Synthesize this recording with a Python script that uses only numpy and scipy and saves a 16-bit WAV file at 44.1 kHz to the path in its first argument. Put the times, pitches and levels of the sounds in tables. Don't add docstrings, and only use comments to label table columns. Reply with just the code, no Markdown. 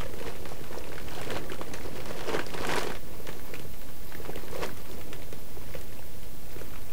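import sys
import numpy as np
from scipy import signal
from scipy.fft import rfft, irfft, next_fast_len
from scipy.io import wavfile

SR = 44100
rng = np.random.default_rng(int(sys.argv[2]) if len(sys.argv) > 2 else 0)


def pcm_store(signal):
    levels = np.round(np.clip(np.atleast_2d(signal), -1, 1) * 32767)
    wavfile.write(sys.argv[1], SR, levels.astype(np.int16).T)


N = 305172


def from_db(db):
    return 10 ** (np.asarray(db) / 20)


def rms_one(x):
    return x / np.sqrt(np.mean(x ** 2) + 1e-20)


def in_time(rows):
    s, *columns = np.transpose(rows)
    return [np.interp(np.arange(N) / SR, s, column) for column in columns]


def at_hz(points, hz):
    point_hz, level_db = np.transpose(points)
    return np.interp(np.log(hz), np.log(point_hz), level_db)


def drift(rate_hz):
    r = np.exp(-80 * np.pi * rate_hz / SR)
    noise = rng.standard_normal(N // 40 + 2002)
    slow = signal.lfilter([1], [1, -2 * r, r * r], noise)[2000:]
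    return np.interp(np.arange(N) / 40, np.arange(len(slow)), rms_one(slow))


def resonance(x, hz, width_hz):
    r = np.exp(-np.pi * width_hz / SR)
    zeros = np.array([1, 0, -1]) * (1 - r * r) / 2
    poles = [1, -2 * r * np.cos(2 * np.pi * hz / SR), r * r]
    return signal.lfilter(zeros, poles, x + 1e-18)


def band(x, low_hz, high_hz):
    sos = signal.butter(2, [low_hz, high_hz], "band", fs=SR, output="sos")
    return rms_one(signal.sosfilt(sos, x))


# (pitch_hz [Hz], density_db [dB per Hz, relative])
FLOOR = [(1, 5), (20, 5), (35, -3), (65, -2.5), (120, -8), (180, -13), (300, -20.5), (500, -18.5),
         (870, -25), (1200, -29), (2500, -28.5), (5000, -32), (8600, -32.5), (12000, -31), (14200, -43),
         (15800, -43)]
FLOOR_DB = -42
# (pitch_hz [Hz], width_hz [Hz, one filter pass])
HISS_BANDS = [(13350, 1600), (15250, 980)]
# (start_s [s], lower_level_db [dB], upper_level_db [dB])
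HISS = [(0.0, -62, -58), (2.75, -63, -57), (3.25, -56.5, -56), (4.75, -55.5, -55), (5.3, -59, -55),
        (6.92, -57, -56)]
HISS_TRIM_DB, HISS_WAVER_DB, HISS_WAVER_HZ = -2.0, 1.7, 24.0


def night():
    size = next_fast_len(N)
    hz = np.maximum(np.arange(size // 2 + 1) * SR / size, 1)
    colour = from_db(at_hz(FLOOR, hz))
    floor = irfft(rfft(rng.standard_normal(size)) * colour, size)[:N]
    out = from_db(FLOOR_DB) * rms_one(floor)
    for (hz, width_hz), level_db in zip(HISS_BANDS, in_time(HISS)):
        once = resonance(rng.standard_normal(N), hz, width_hz)
        hiss = rms_one(resonance(once, hz, width_hz))
        waver_db = HISS_WAVER_DB * drift(HISS_WAVER_HZ)
        out = out + from_db(level_db + HISS_TRIM_DB + waver_db) * hiss
    return out


def branches(x):
    t = np.arange(3000) / SR
    dull = signal.lfilter([.4], [1, -.6], rng.standard_normal(3000))
    tail = dull * np.exp(-t / 0.017) * (t > .002)
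    tail = tail / np.sqrt(np.sum(tail ** 2))
    return x + from_db(-17.5) * signal.fftconvolve(x, tail)[:N]


# (start_s [s], level_db [dB], pitch_hz [Hz], ground_db [dB re squeeze])
BUMPS = [(0.059, -33, 520, -16), (0.212, -30.5, 463, -12), (0.277, -29.5, 450, -15),
         (0.453, -34.5, 537, -5.5), (0.611, -32, 393, -11), (0.707, -35, 396, -7), (0.806, -42, 466, -13),
         (0.899, -31.5, 425, -19), (0.956, -36, 450, -7), (1.175, -31, 410, -13), (1.229, -35, 431, -4),
         (1.271, -32, 404, -21), (1.297, -32, 500, -20), (1.324, -36, 456, -9), (1.366, -30, 370, -10),
         (1.499, -37, 347, -9), (1.518, -28, 406, -17), (1.593, -38, 460, -15), (1.654, -44, 482, -5),
         (1.934, -47, 344, -8), (1.954, -32, 404, -16), (2.107, -32, 500, -10), (2.151, -38, 426, -20),
         (2.206, -31, 490, -17), (2.225, -37, 520, -9), (2.276, -32, 403, -14), (2.295, -30, 433, -16),
         (2.33, -27, 412, -9), (2.348, -22, 398, -27), (2.393, -30, 340, -20), (2.528, -39, 412, -22),
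         (2.548, -26, 398, -22), (2.576, -30, 431, -11), (2.607, -26, 370, -18), (2.685, -28, 352, -10),
         (2.705, -28, 415, -25), (2.727, -28, 397, -16), (2.755, -25.5, 480, -16), (2.78, -27, 390, -26),
         (2.855, -34, 456, -9), (2.871, -27, 420, -14), (2.896, -34, 415, -13), (3.2, -36, 422, -12),
         (3.288, -32.5, 410, -8), (3.366, -37, 380, -13), (3.533, -30, 433, -19), (3.65, -37.5, 430, -7),
         (4.147, -39, 342, -17), (4.2, -32, 440, -25), (4.292, -26.5, 398, -23), (4.529, -33, 433, -13),
         (4.557, -26.5, 497, -19), (4.588, -29, 463, -11), (4.612, -35, 570, -6), (4.64, -29.5, 496, -9),
         (5.326, -36, 440, -9), (5.573, -34.5, 405, -21), (5.749, -28.5, 500, -13), (6.051, -44, 353, -7),
         (6.563, -31, 388, -13)]
BUMP_RISE_S, BUMP_FALL_S = 0.0029, 0.0034
GROUND_HZ, GROUND_FALL_S = 158, 0.0087


def bumps():
    out, t = np.zeros(N + 3000), np.arange(3000) / SR
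    rise = 1 - np.exp(-t / BUMP_RISE_S)
    ground = rise * np.exp(-t / GROUND_FALL_S) * np.sin(2 * np.pi * GROUND_HZ * t)
    ground = ground / ground.max()
    for start_s, level_db, hz, ground_db in BUMPS:
        squeeze = rise * np.exp(-t / BUMP_FALL_S) * np.sin(2 * np.pi * hz * t)
        bump = squeeze / squeeze.max() + from_db(ground_db) * ground
        at = round(start_s * SR)
        out[at:at + 3000] += from_db(level_db) * bump
    return out[:N]


# (pitch_hz [Hz], width_hz [Hz, before widening], level_db [dB])
HOLLOW = [(383.4, 109, 3), (490, 126, -1.5), (623, 125, -5.5)]
HOLLOW_WIDENING = 1.15


def hollow(x):
    out = 0
    for k, (hz, width_hz, level_db) in enumerate(HOLLOW):
        width_hz = width_hz * HOLLOW_WIDENING
        mode = resonance(resonance(x, hz, width_hz), hz, width_hz)
        out = out + (-1) ** k * from_db(level_db) * mode
    return out


def pops(per_s, spread_db, clump_db, clump_hz):
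    sizes_db = spread_db * np.minimum(rng.exponential(1, N), 4)
    sizes = from_db(sizes_db) * rng.choice([-1, 1], N)
    draw = rng.random(N)
    chance = per_s * from_db(clump_db * drift(clump_hz)) / SR
    return sizes * (draw < chance)


def facets(clicks, spectrum, sharpness, count):
    pitches = np.geomspace(spectrum[0][0], spectrum[-1][0], count)
    dealt = rng.integers(0, count, N)
    out = np.zeros(N)
    for k, hz in enumerate(pitches):
        ring = resonance(clicks * (dealt == k), hz, hz / sharpness)
        out += from_db(at_hz(spectrum, hz)) * ring
    return rms_one(out)


# (pitch_hz [Hz], level_db [dB, relative])
FOIL = [(650, 0.5), (830, -1.5), (1070, 1.5), (1250, -7), (1800, -5.5), (2600, -9.5), (3350, -13.5),
        (3650, -29.5)]
# (pitch_hz [Hz], level_db [dB, relative])
SIZZLE = [(3700, -13), (4100, 0), (6000, -7.5), (9000, -13.5), (11000, -24), (14000, -20)]
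# (start_s [s], crackle_level_db [dB], air_level_db [dB])
MOVEMENT = [(0.0, -45, -46), (0.12, -56, -49), (0.27, -45, -43), (0.41, -55, -49.5), (0.85, -51, -46.5),
            (1.23, -45.5, -47), (1.37, -41, -35), (1.48, -52, -45), (1.9, -50, -45), (2.22, -47, -45.5),
            (2.36, -34, -31.5), (2.46, -53, -52), (2.58, -44.5, -45), (2.72, -32, -33), (2.8, -39, -39.5),
            (3.0, -56, -48), (3.55, -53.5, -50.5), (3.72, -59.5, -56.5), (4.07, -58, -57.5),
            (4.3, -52, -45.5), (4.47, -53, -52), (4.56, -48, -40), (4.64, -39, -38), (4.74, -53.5, -54),
            (5.1, -56, -47), (5.45, -63.5, -58.5), (5.75, -52.5, -52.5), (6.05, -63, -59), (6.45, -64, -57),
            (6.62, -55, -53), (6.85, -57, -55.5)]
USUAL_CRACKLE_DB, USUAL_AIR_DB = -50, -48
SIZZLE_DB, SIZZLE_FOLLOWS = -59.5, 0.76
WEIGHT_DB, WEIGHT_FOLLOWS = -49.5, 0.57


def rustle():
    crackle_db, air_db = in_time(MOVEMENT)
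    sizzle_db = SIZZLE_DB + SIZZLE_FOLLOWS * (crackle_db - USUAL_CRACKLE_DB)
    weight_db = WEIGHT_DB + WEIGHT_FOLLOWS * (air_db - USUAL_AIR_DB) + 1.6 * drift(15.6)
    flutter = drift(15.3)

    crackle_pops = pops(2200., 2.8, clump_db=2.5, clump_hz=76.0)
    crackle = facets(crackle_pops, FOIL, sharpness=10.4, count=16)
    sizzle_pops = pops(1800., 1.9, clump_db=3.0, clump_hz=130.0)
    sizzle = facets(sizzle_pops, SIZZLE, sharpness=7.5, count=12)
    air = rms_one(hollow(pops(1200., 3.4, clump_db=2.5, clump_hz=35.)))
    weight = band(pops(700., 2.9, clump_db=2.0, clump_hz=18.0), 101.6, 271)

    out = from_db(crackle_db + 1.66 * flutter) * crackle
    out += from_db(air_db + 2.1 * flutter) * air
    out += from_db(sizzle_db + 3.1 * flutter) * sizzle
    return out + from_db(weight_db) * weight


SMALL_PER_S, SMALL_DB, SMALL_SPREAD_DB = 14., -37, 6
SMALL_FOLLOWS = 0.67
SMALL_LOW_HZ, SMALL_HIGH_HZ, SMALL_CYCLES = 740, 4170, .9
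SMALL_CRUNCH_DB, SMALL_CRUNCH_SPREAD_DB = -3, 5


def small_snaps():
    gap, place = rng.random((2, 150))
    size, crunch = rng.standard_normal((2, 150))
    start_s = np.cumsum(-np.log(1 - gap)) / SMALL_PER_S
    move_s, crackle_db, _ = np.transpose(MOVEMENT)
    swing_db = np.interp(start_s, move_s, crackle_db) - USUAL_CRACKLE_DB
    level_db = SMALL_FOLLOWS * swing_db + SMALL_DB + SMALL_SPREAD_DB * size
    hz = SMALL_LOW_HZ * (SMALL_HIGH_HZ / SMALL_LOW_HZ) ** place
    cycles = np.full(150, SMALL_CYCLES)
    crunch_db = SMALL_CRUNCH_DB + SMALL_CRUNCH_SPREAD_DB * crunch
    rows = np.transpose([start_s, level_db, hz, cycles, crunch_db])
    return rows[start_s < N / SR - 1e-3]


# (start_s [s], level_db [dB], pitch_hz [Hz], decay_cycles [cycles], crunch_db [dB re level])
SNAPS = [(0.01, -27, 1280, 1.1, 3), (0.02, -36, 3160, 1.1, -2), (0.137, -27, 1630, 0.36, -7),
         (0.201, -27, 2250, .5, -5.5), (0.281, -33, 2280, 0.6, 5), (0.36, -37, 2910, .7, 5),
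         (0.454, -30.5, 3050, .55, 5.5), (0.49, -33, 5770, .5, 1), (0.64, -32, 3440, 1.1, 1.5),
         (0.728, -33.5, 1900, .55, 5), (0.745, -27.5, 880, .9, -13), (0.756, -31.5, 990, 1.8, -19),
         (0.785, -32, 5430, 2.9, -26), (0.806, -38, 2660, .7, 0), (0.84, -31.5, 2600, 2, -1),
         (0.919, -30, 1660, 0.98, -4), (0.93, -28.5, 2200, 0.59, -6), (0.956, -36, 4270, .7, 5.5),
         (1.012, -44, 2320, .5, 0), (1.085, -28, 2900, 0.68, -2), (1.15, -26.5, 3200, 1.2, -15),
         (1.175, -31, 730, 2.1, -18), (1.214, -26.5, 8390, 0.44, 3), (1.231, -27.5, 2120, .9, -1),
         (1.278, -30, 2350, 1.3, -10), (1.298, -40, 3790, .4, 4), (1.354, -30.5, 4040, 2.6, 8),
         (1.364, -27.5, 800, .8, 4), (1.371, -24, 2730, 1.2, -1), (1.498, -26, 1640, 1.8, -9),
         (1.519, -28, 2900, 1.9, 3.5), (1.533, -29.5, 1310, 1.1, -9), (1.613, -20.5, 1050, 0.84, -4.5),
         (1.663, -44, 2200, .45, 6), (1.7358, -27, 4240, 1.2, 0), (1.738, -25.5, 6250, 2.4, 2),
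         (1.753, -36, 1640, 1.6, -3), (1.785, -31, 1680, 0.86, -4), (1.81, -32, 2100, .9, 0),
         (1.956, -35, 2640, .4, 5), (2.002, -34, 2700, .7, 8), (2.057, -26.5, 4230, .35, -3),
         (2.108, -29, 2200, .35, 2), (2.169, -35, 11100, .65, -25), (2.191, -30, 2630, 0.92, 5.5),
         (2.207, -31.5, 5930, .45, 8), (2.277, -29, 2600, 1.8, -6), (2.31, -33, 3160, 1.1, 2),
         (2.346, -20.5, 1460, 0.99, -6), (2.366, -25, 1590, 0.92, -15), (2.392, -19.5, 1420, .95, 3),
         (2.465, -23, 4670, 1.1, -9.5), (2.504, -25.5, 2800, .6, -13), (2.539, -27.5, 2640, 0.86, 4),
         (2.547, -24.5, 890, 0.64, -6), (2.575, -30, 2140, .7, 6.5), (2.587, -33, 1710, 1.1, -1),
         (2.649, -21.5, 1540, 1.9, 2), (2.67, -22, 7840, 1.2, -22), (2.692, -20.5, 1930, .8, 2.5),
         (2.701, -24, 1600, 1, -5), (2.709, -27, 1740, .55, -10), (2.736, -18.5, 1900, 2.5, -1),
         (2.758, -21, 10400, .55, -4), (2.765, -22, 1590, 0.99, 3.5), (2.776, -20, 1440, 0.57, 1),
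         (2.783, -16.5, 3650, .8, -4), (2.792, -22, 4990, 1.2, -20), (2.81, -32, 1020, 1.7, 6),
         (2.831, -24.5, 6700, 1.6, 0), (2.869, -27.5, 1490, 0.76, 6), (2.901, -22, 694, .45, -4),
         (2.92, -22.5, 1550, 0.86, -4), (2.951, -29.5, 2920, 0.76, 5), (3.128, -37, 2450, .85, -7),
         (3.27, -26, 4300, 0.49, -0.5), (3.289, -27, 1860, 1.4, 2.5), (3.329, -30, 3820, 1, -6.5),
         (3.395, -33, 1530, 0.82, -1.5), (3.539, -23.5, 2090, .65, -2), (3.555, -27.5, 2560, 1.4, -5),
         (3.595, -27, 3040, 0.65, -7), (3.815, -38, 2830, .8, 4), (3.887, -41, 1570, 1.9, 7),
         (4.149, -26.5, 1830, 1.1, -5), (4.258, -35.5, 2130, 0.7, 5), (4.297, -29.5, 750, 1.1, -4),
         (4.332, -35, 1560, 1.9, -6), (4.358, -26, 2900, 0.76, -11), (4.373, -32.5, 2000, 2.7, -4),
         (4.481, -31, 2780, .55, 1), (4.513, -31, 8900, .7, -25), (4.55, -28, 1030, 1.2, -4),
         (4.562, -33, 8400, 1.6, -13), (4.625, -36, 2390, 1.6, -8), (4.633, -22, 2690, 1.6, -4),
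         (4.644, -33, 1220, .3, -6), (4.661, -24, 5740, 0.33, -18), (4.692, -30, 1530, 1.7, -16),
         (4.772, -33, 12200, .45, -2), (4.857, -37, 1730, .55, 2.5), (4.914, -31, 3480, 1.1, -23),
         (5.012, -29, 2200, .35, -3), (5.13, -22, 2550, 0.43, -3.5), (5.22, -38, 2150, 1.3, 5),
         (5.326, -29.5, 6600, .25, 0.5), (5.385, -34.5, 740, 0.53, -12), (5.568, -34, 750, .55, -12),
         (5.74, -30.5, 2050, .95, 0), (5.752, -32, 2500, .9, 1), (5.812, -31, 8700, .75, -25),
         (5.991, -37.5, 2700, 1.4, -12), (6.231, -37, 2800, 0.95, 0), (6.562, -33.5, 1610, 0.98, -1.5),
         (6.614, -29, 1540, 0.77, -8), (6.706, -38.5, 1750, .6, -2)]
TICK_DB, TICK_DB_PER_OCTAVE = -17.5, 4
FACET_DB, PUSH_DB, PUSH_SPREAD_DB = -4.5, 21, 6


def snaps():
    out, pushes = np.zeros(N + 1500), np.zeros(N)
    t = np.arange(1500) / SR
    rows = np.vstack([SNAPS, small_snaps()])
    noise = rng.standard_normal((len(SNAPS) + 150, 2, 1500))
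    crunches = band(noise[:, 0], 390, 2620)
    ticks = band(noise[:, 1], 2700, 10600)
    crunch_fall = np.exp(-t / 0.0019) + from_db(-20) * np.exp(-t / 0.027)
    crunch_shape = (1 - np.exp(-t / 0.0024)) * crunch_fall
    tick_fall = np.exp(-t / 0.001) + from_db(-19.) * np.exp(-t / 0.024)
    tick_shape = (1 - np.exp(-t / 0.00057)) * tick_fall
    push_db = PUSH_DB + PUSH_SPREAD_DB * rng.standard_normal(len(noise))
    for row, crunch, tick, thump_db in zip(rows, crunches, ticks, push_db):
        start_s, level_db, hz, cycles, crunch_db = row
        ring = np.sin(2 * np.pi * hz * t) * t * np.exp(-t * hz / max(cycles, .2))
        tick_db = TICK_DB + TICK_DB_PER_OCTAVE * np.log2(hz / 1000)
        snap = from_db(FACET_DB) * ring / np.abs(ring).max()
        snap += from_db(crunch_db) * crunch * crunch_shape
        snap += from_db(tick_db) * tick * tick_shape
        at = round(start_s * SR)
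        out[at:at + 1500] += from_db(level_db) * snap
        pushes[at] = from_db(level_db + thump_db)
    return out[:N] + hollow(pushes)


def scene():
    blanket = rustle() + snaps() + bumps()
    return (branches(blanket) + night())[None]


OFFSET = .0787
CUTOFF_HZ = 15760


def record(dry):
    top_cut = signal.ellip(12, .3, 75, CUTOFF_HZ, fs=SR, output="sos")
    return OFFSET + signal.sosfilt(top_cut, dry)


dry = scene()
out = record(dry)
pcm_store(out)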